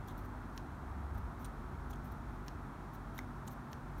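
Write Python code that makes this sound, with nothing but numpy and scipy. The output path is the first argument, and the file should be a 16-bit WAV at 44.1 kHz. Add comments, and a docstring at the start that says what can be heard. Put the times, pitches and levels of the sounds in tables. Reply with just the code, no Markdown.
"""A short scrape and a thin hiss, then a sharp click: a finger works a metal click pen near the mic.
The plunger hisses as it slides and its cam scrapes over the teeth; on release it snaps onto the
latch or jumps to its top stop. Behind it lies a quiet room, heard in mono: a steady rush like
ventilation, a low hum and a rumble that swells and fades."""
import sys
import numpy as np
from scipy import signal
from scipy.fft import rfft, irfft
from scipy.io import wavfile

SR = 44100
rng = np.random.default_rng(int(sys.argv[2]) if len(sys.argv) > 2 else 0)


def file_out(sig):
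    """Save sig as 16-bit WAV at sys.argv[1]."""
    # one column per channel
    cols = np.atleast_2d(sig).T
    # limit, then scale
    lim = np.clip(cols, -1, 1)
    pcm = np.round(lim * 32767).astype(np.int16)
    wavfile.write(sys.argv[1], SR, pcm)


N = 176400

# The latch snaps, close up. Each row: start in seconds, level in dB, treble tilt in dB per octave.
LATCH_SNAPS = [(0.577, -51.5, -1), (2.4819, -52.5, 0.5), (3.7306, -54.5, -2)]
# Rebounds, the later one duller. Each row, relative to its snap: delay in seconds, level in dB,
# treble tilt in dB per octave.
LATCH_REBOUNDS = [(.0015, -8, 1), (.0052, -11, -7)]
# The ring of the latch. Each row: frequency in Hz, relative level in dB, seconds to fall 60 dB.
LATCH_RING = [(1700, -1, 0.011), (2530, -16, 0.0089), (3010, -4, 0.0088), (3720, -12, 0.0067),
              (4340, -1.5, 0.0072), (5500, -1.5, 0.0065), (6020, -2.5, 0.0053), (6800, -5, 0.0058),
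              (8700, -16, .005), (14000, -11, 0.0044), (15000, -14, .004)]
def latch_clicks(contact_s=0.0006):
    """The cam snaps onto the latch and rebounds twice, ringing the pen each time."""
    out = np.zeros(N)
    for start, db, tilt_db in LATCH_SNAPS:
        add(out, start, amp(db) * struck_pen(LATCH_RING, contact_s, tilt_db, size=512))
        for delay, rebound_db, rebound_tilt_db in LATCH_REBOUNDS:
            rebound = struck_pen(LATCH_RING, contact_s, tilt_db + rebound_tilt_db, size=512)
            add(out, start + delay, amp(db + rebound_db) * rebound)
    return out


# A graze, then the hit on the stop. Each row: start in seconds, level in dB, tilt in dB per octave.
STOP_HITS = [(3.1884, -64, 15), (3.1895, -46, -1)]
# The ring of the stop. Each row: frequency in Hz, relative level in dB, seconds to fall 60 dB.
STOP_RING = [(920, -2.5, .01), (1590, -5, .008), (2050, -1.5, .017), (2250, -4.5, 0.013),
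             (3800, -2, 0.0033), (5600, -3.5, 0.0058), (6860, -12, .004), (8900, -12, .004),
             (12200, -10, .003), (13500, -13, .004), (15200, -11, .003)]
def top_stop(contact_s=0.0008):
    """The spring throws the plunger against its stop: a lower, rounder click."""
    out = np.zeros(N)
    for start, db, tilt_db in STOP_HITS:
        add(out, start, amp(db) * struck_pen(STOP_RING, contact_s, tilt_db, size=640))
    return out


def struck_pen(modes, contact_s, tilt_db, size, crack_db=-9.5, crack_s=0.0016):
    """Damped modes of the pen in the hand, struck once, with a brief gritty crack; rms 1."""
    t = np.arange(size) / SR
    hz, db, t60 = np.transpose(modes)[:, :, None]
    polarity = (-1) ** np.arange(len(hz))[:, None]
    decays = amp(db + tilt_db * np.log2(hz / hz.mean()) - 60 * t / t60)
    ring = (polarity * decays * np.sin(2 * np.pi * hz * t)).sum(0)
    crack = amp(crack_db) * colour(rng.standard_normal(size), SCRAPE_SPECTRUM) * np.exp(-t / crack_s)
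    attack = np.minimum(t / contact_s, 1)
    return unit((ring + crack) * attack)


# The cam on the teeth, close up. Each row: start in seconds, length in seconds, level in dB,
# barrel resonance in Hz, its level against the scrape in dB.
TOOTH_SCRAPES = [(0.083, 0.0031, -56.5, 3700, -5), (0.086, 0.029, -66.5, 3700, -2),
                 (1.4446, 0.0062, -52.5, 9000, -2), (1.452, 0.0034, -55, 3750, -11),
                 (1.459, 0.0034, -59, 9000, -9), (1.906, 0.0085, -61.5, 6900, -16),
                 (1.929, 0.0099, -62, 3300, -1), (1.956, .005, -67, 6000, -9),
                 (3.1785, .002, -51, 3800, -5), (3.1812, 0.0027, -46.5, 13300, 7.5),
                 (3.476, .0035, -50.5, 6700, -7), (3.479, 0.0051, -53, 7600, -1),
                 (3.483, .003, -64, 10200, -2)]
# The colour of a scrape and of a click's crack. Each row: frequency in Hz, relative level in dB.
SCRAPE_SPECTRUM = [(1200, -25), (2400, -2.5), (3500, 2.5), (4900, -4.5), (5800, -2), (6900, 2), (8100, -8),
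                   (9200, -3.5), (11300, -4.5), (13600, -32), (15500, -7.5)]
def cam_scrapes():
    """The cam chatters briefly over a tooth, each scrape favouring one resonance of the barrel."""
    out = np.zeros(N)
    for start, length, db, hz, ring_db in TOOTH_SCRAPES:
        chatter = impulses(per_s=5000)
        barrel = amp(ring_db) * resonance(chatter, hz, width_hz=450)
        scrape = unit(colour(chatter, SCRAPE_SPECTRUM) + barrel)
        add(out, start, amp(db) * stroke(scrape, length, edge_s=0.0011))
    return out


# The plunger's travel, faint even this close. Each row: start and length in seconds, level in dB.
SLIDE_STROKES = [(.073, 0.017, -63), (0.105, .02, -73), (0.173, 0.0094, -63.5), (0.182, .014, -67),
                 (.203, .022, -75), (0.245, 0.016, -67), (0.558, 0.023, -68), (1.143, .014, -67.5),
                 (1.173, .013, -65.5), (1.388, 0.048, -68.5), (1.446, 0.015, -65), (1.898, .016, -64),
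                 (1.931, .008, -67), (2.04, 0.017, -65.5), (2.057, .026, -72), (2.114, .012, -64),
                 (2.459, 0.021, -70), (2.932, .014, -66), (2.944, .015, -66), (3.144, 0.031, -67),
                 (3.192, .024, -85), (3.467, .018, -63), (3.505, 0.03, -64), (3.712, .021, -66.5),
                 (3.976, 0.034, -66.5)]
# The colour of sliding metal. Each row: frequency in Hz, relative level in dB.
SLIDE_SPECTRUM = [(1500, -22), (3000, -8), (4150, -5.5), (5000, -14), (5900, -4), (7800, -17.5), (9100, -8),
                  (10500, -13), (12600, -5), (13550, 4), (14200, -5), (15000, -3), (16000, -10)]
def plunger_slides():
    """Metal catches on metal as the plunger moves in the barrel: a thin, bright hiss."""
    out = np.zeros(N)
    for start, length, db in SLIDE_STROKES:
        hiss = colour(impulses(per_s=3500), SLIDE_SPECTRUM)
        add(out, start, amp(db) * stroke(hiss, length, edge_s=0.0034))
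    return out


def room_reflections(x, db=-14.5, t60_s=0.18, build_s=0.0047, size=12000):
    """The room returns a faint, short tail of sparse reflections to the microphone."""
    t = np.arange(size) / SR
    tail = impulses(per_s=3000, size=size) * amp(-60 * t / t60_s) * np.minimum(t / build_s, 1)
    return amp(db) * signal.fftconvolve(x, tail / np.linalg.norm(tail))[:N]


# Room tone behind the pen. Each row: frequency in Hz, relative noise density in dB.
RUSH_SPECTRUM = [(20, -40), (60, -15), (112, -14), (146, -7.5), (170, -12), (195, -10), (228, -10.5),
                 (255, -10.5), (274, -15), (320, -15.5), (400, -18.5), (520, -25), (640, -20), (920, -17),
                 (1080, -18.5), (1320, -18.5), (1650, -25.5), (2050, -32.5), (2550, -39), (2950, -44),
                 (3200, -42), (4100, -44), (4900, -49), (5400, -47), (6800, -49), (7700, -51), (8300, -50),
                 (9900, -50.5), (10400, -57), (10900, -51.5), (12700, -52.5), (15800, -57)]
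def room_rush(db=-49.5):
    """A steady, broad noise like ventilation."""
    return amp(db) * colour(rng.standard_normal(N), RUSH_SPECTRUM)


# The drift of the room's bass. Each row: time in seconds, level in dB.
RUMBLE_DRIFT = [(0, -48.5), (.7, -49.5), (1.3, -48), (2, -50), (2.6, -49.5), (2.85, -55.5), (3.5, -53),
                (3.9, -49.5)]
# Its colour. Each row: frequency in Hz, relative noise density in dB.
RUMBLE_SPECTRUM = [(18, -48), (27, -22), (36, -11), (45, 0), (58, -2), (79, -11), (92, -5.5), (112, -14),
                   (200, -45), (600, -90)]
def room_rumble():
    """Deep noise whose level drifts slowly."""
    level_db = np.interp(np.arange(N) / SR, *np.transpose(RUMBLE_DRIFT))
    return amp(level_db) * colour(rng.standard_normal(N), RUMBLE_SPECTRUM)


# The hum in the room. Each row: frequency in Hz, width in Hz, level in dB.
HUM_TONES = [(46.1, 3.3, -53.5), (96.7, 3.2, -62), (136, 3.1, -56), (247.5, 9.7, -60.5),
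             (290.3, 5.06, -65.5), (357.2, 7.88, -68)]
def room_hum():
    """Low, wavering tones that sound throughout."""
    return sum(amp(db) * drone(hz, width_hz) for hz, width_hz, db in HUM_TONES)


# Swells at the back of the scene. Each row: peak time and half length in seconds,
# frequency and width in Hz, level at the peak in dB.
LOW_SWELLS = [(1.15, 0.33, 70.3, 2, -48.5), (1.1, .19, 97.5, 1.87, -48), (1.79, 0.097, 73, 3.7, -47),
              (0.12, .17, 98, 3, -50)]
def rumble_swells():
    """Low tones that rise and fade along a bell curve."""
    t = np.arange(N) / SR
    out = np.zeros(N)
    for peak_s, half_s, hz, width_hz, db in LOW_SWELLS:
        swell = np.exp(-.5 * ((t - peak_s) / half_s) ** 2)
        out += amp(db) * swell * drone(hz, width_hz)
    return out


def drone(hz, width_hz, waver_db=3):
    """A low tone that wavers in pitch and level; rms 1."""
    drift, waver = (resonance(rng.standard_normal(N), 0, width_hz) for _ in range(2))
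    turns = np.cumsum(hz + .5 * width_hz * drift) / SR + rng.random()
    return unit(np.sin(2 * np.pi * turns) * amp(waver_db * waver))


def impulses(per_s, size=4096):
    """A train of tiny impulses, random in sign, strength and timing."""
    return rng.choice([-1, 1], size) * rng.uniform(0.6, 1, size) * (rng.random(size) < per_s / SR)


def stroke(x, length_s, edge_s):
    """Attack, hold and release of a short rub."""
    t = np.arange(len(x)) / SR
    return x * np.minimum(t / edge_s, 1) * np.exp(-np.maximum(t - length_s, 0) / edge_s)


def colour(x, points):
    """Filters by a (Hz, dB) curve; rms 1."""
    hz, db = np.transpose(points)
    f = np.fft.rfftfreq(len(x), 1 / SR)
    gain = amp(np.interp(np.log(f + 1), np.log(hz + 1), db))
    return unit(irfft(rfft(x) * gain, len(x)))


def resonance(x, hz, width_hz):
    """One steep-sided resonance; rms 1."""
    f = np.fft.rfftfreq(len(x), 1 / SR)
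    return unit(irfft(rfft(x) / (1 + 1j * (f - hz) / width_hz) ** 2, len(x)))


def amp(db):
    return 10 ** (np.asarray(db) / 20)


def unit(x):
    return x / np.sqrt(np.mean(x ** 2) + 1e-20)


def add(mix, start_s, sound):
    part = mix[max(round(start_s * SR), 0):][:len(sound)]
    part += sound[:len(part)]


def scene():
    """One microphone, the pen close by and the room behind it."""
    pen = latch_clicks() + top_stop() + cam_scrapes() + plunger_slides()
    reflections = room_reflections(pen)
    background = room_rush() + room_rumble() + room_hum() + rumble_swells()
    return (pen + reflections + background)[None]


def record(dry, cutoff_hz=15900):
    """The recorder's band limit cuts the highest treble."""
    lowpass = signal.firwin(511, cutoff_hz, window=("kaiser", 9), fs=SR)
    return signal.oaconvolve(dry, lowpass[None], "same")


dry = scene()
out = record(dry)
file_out(out)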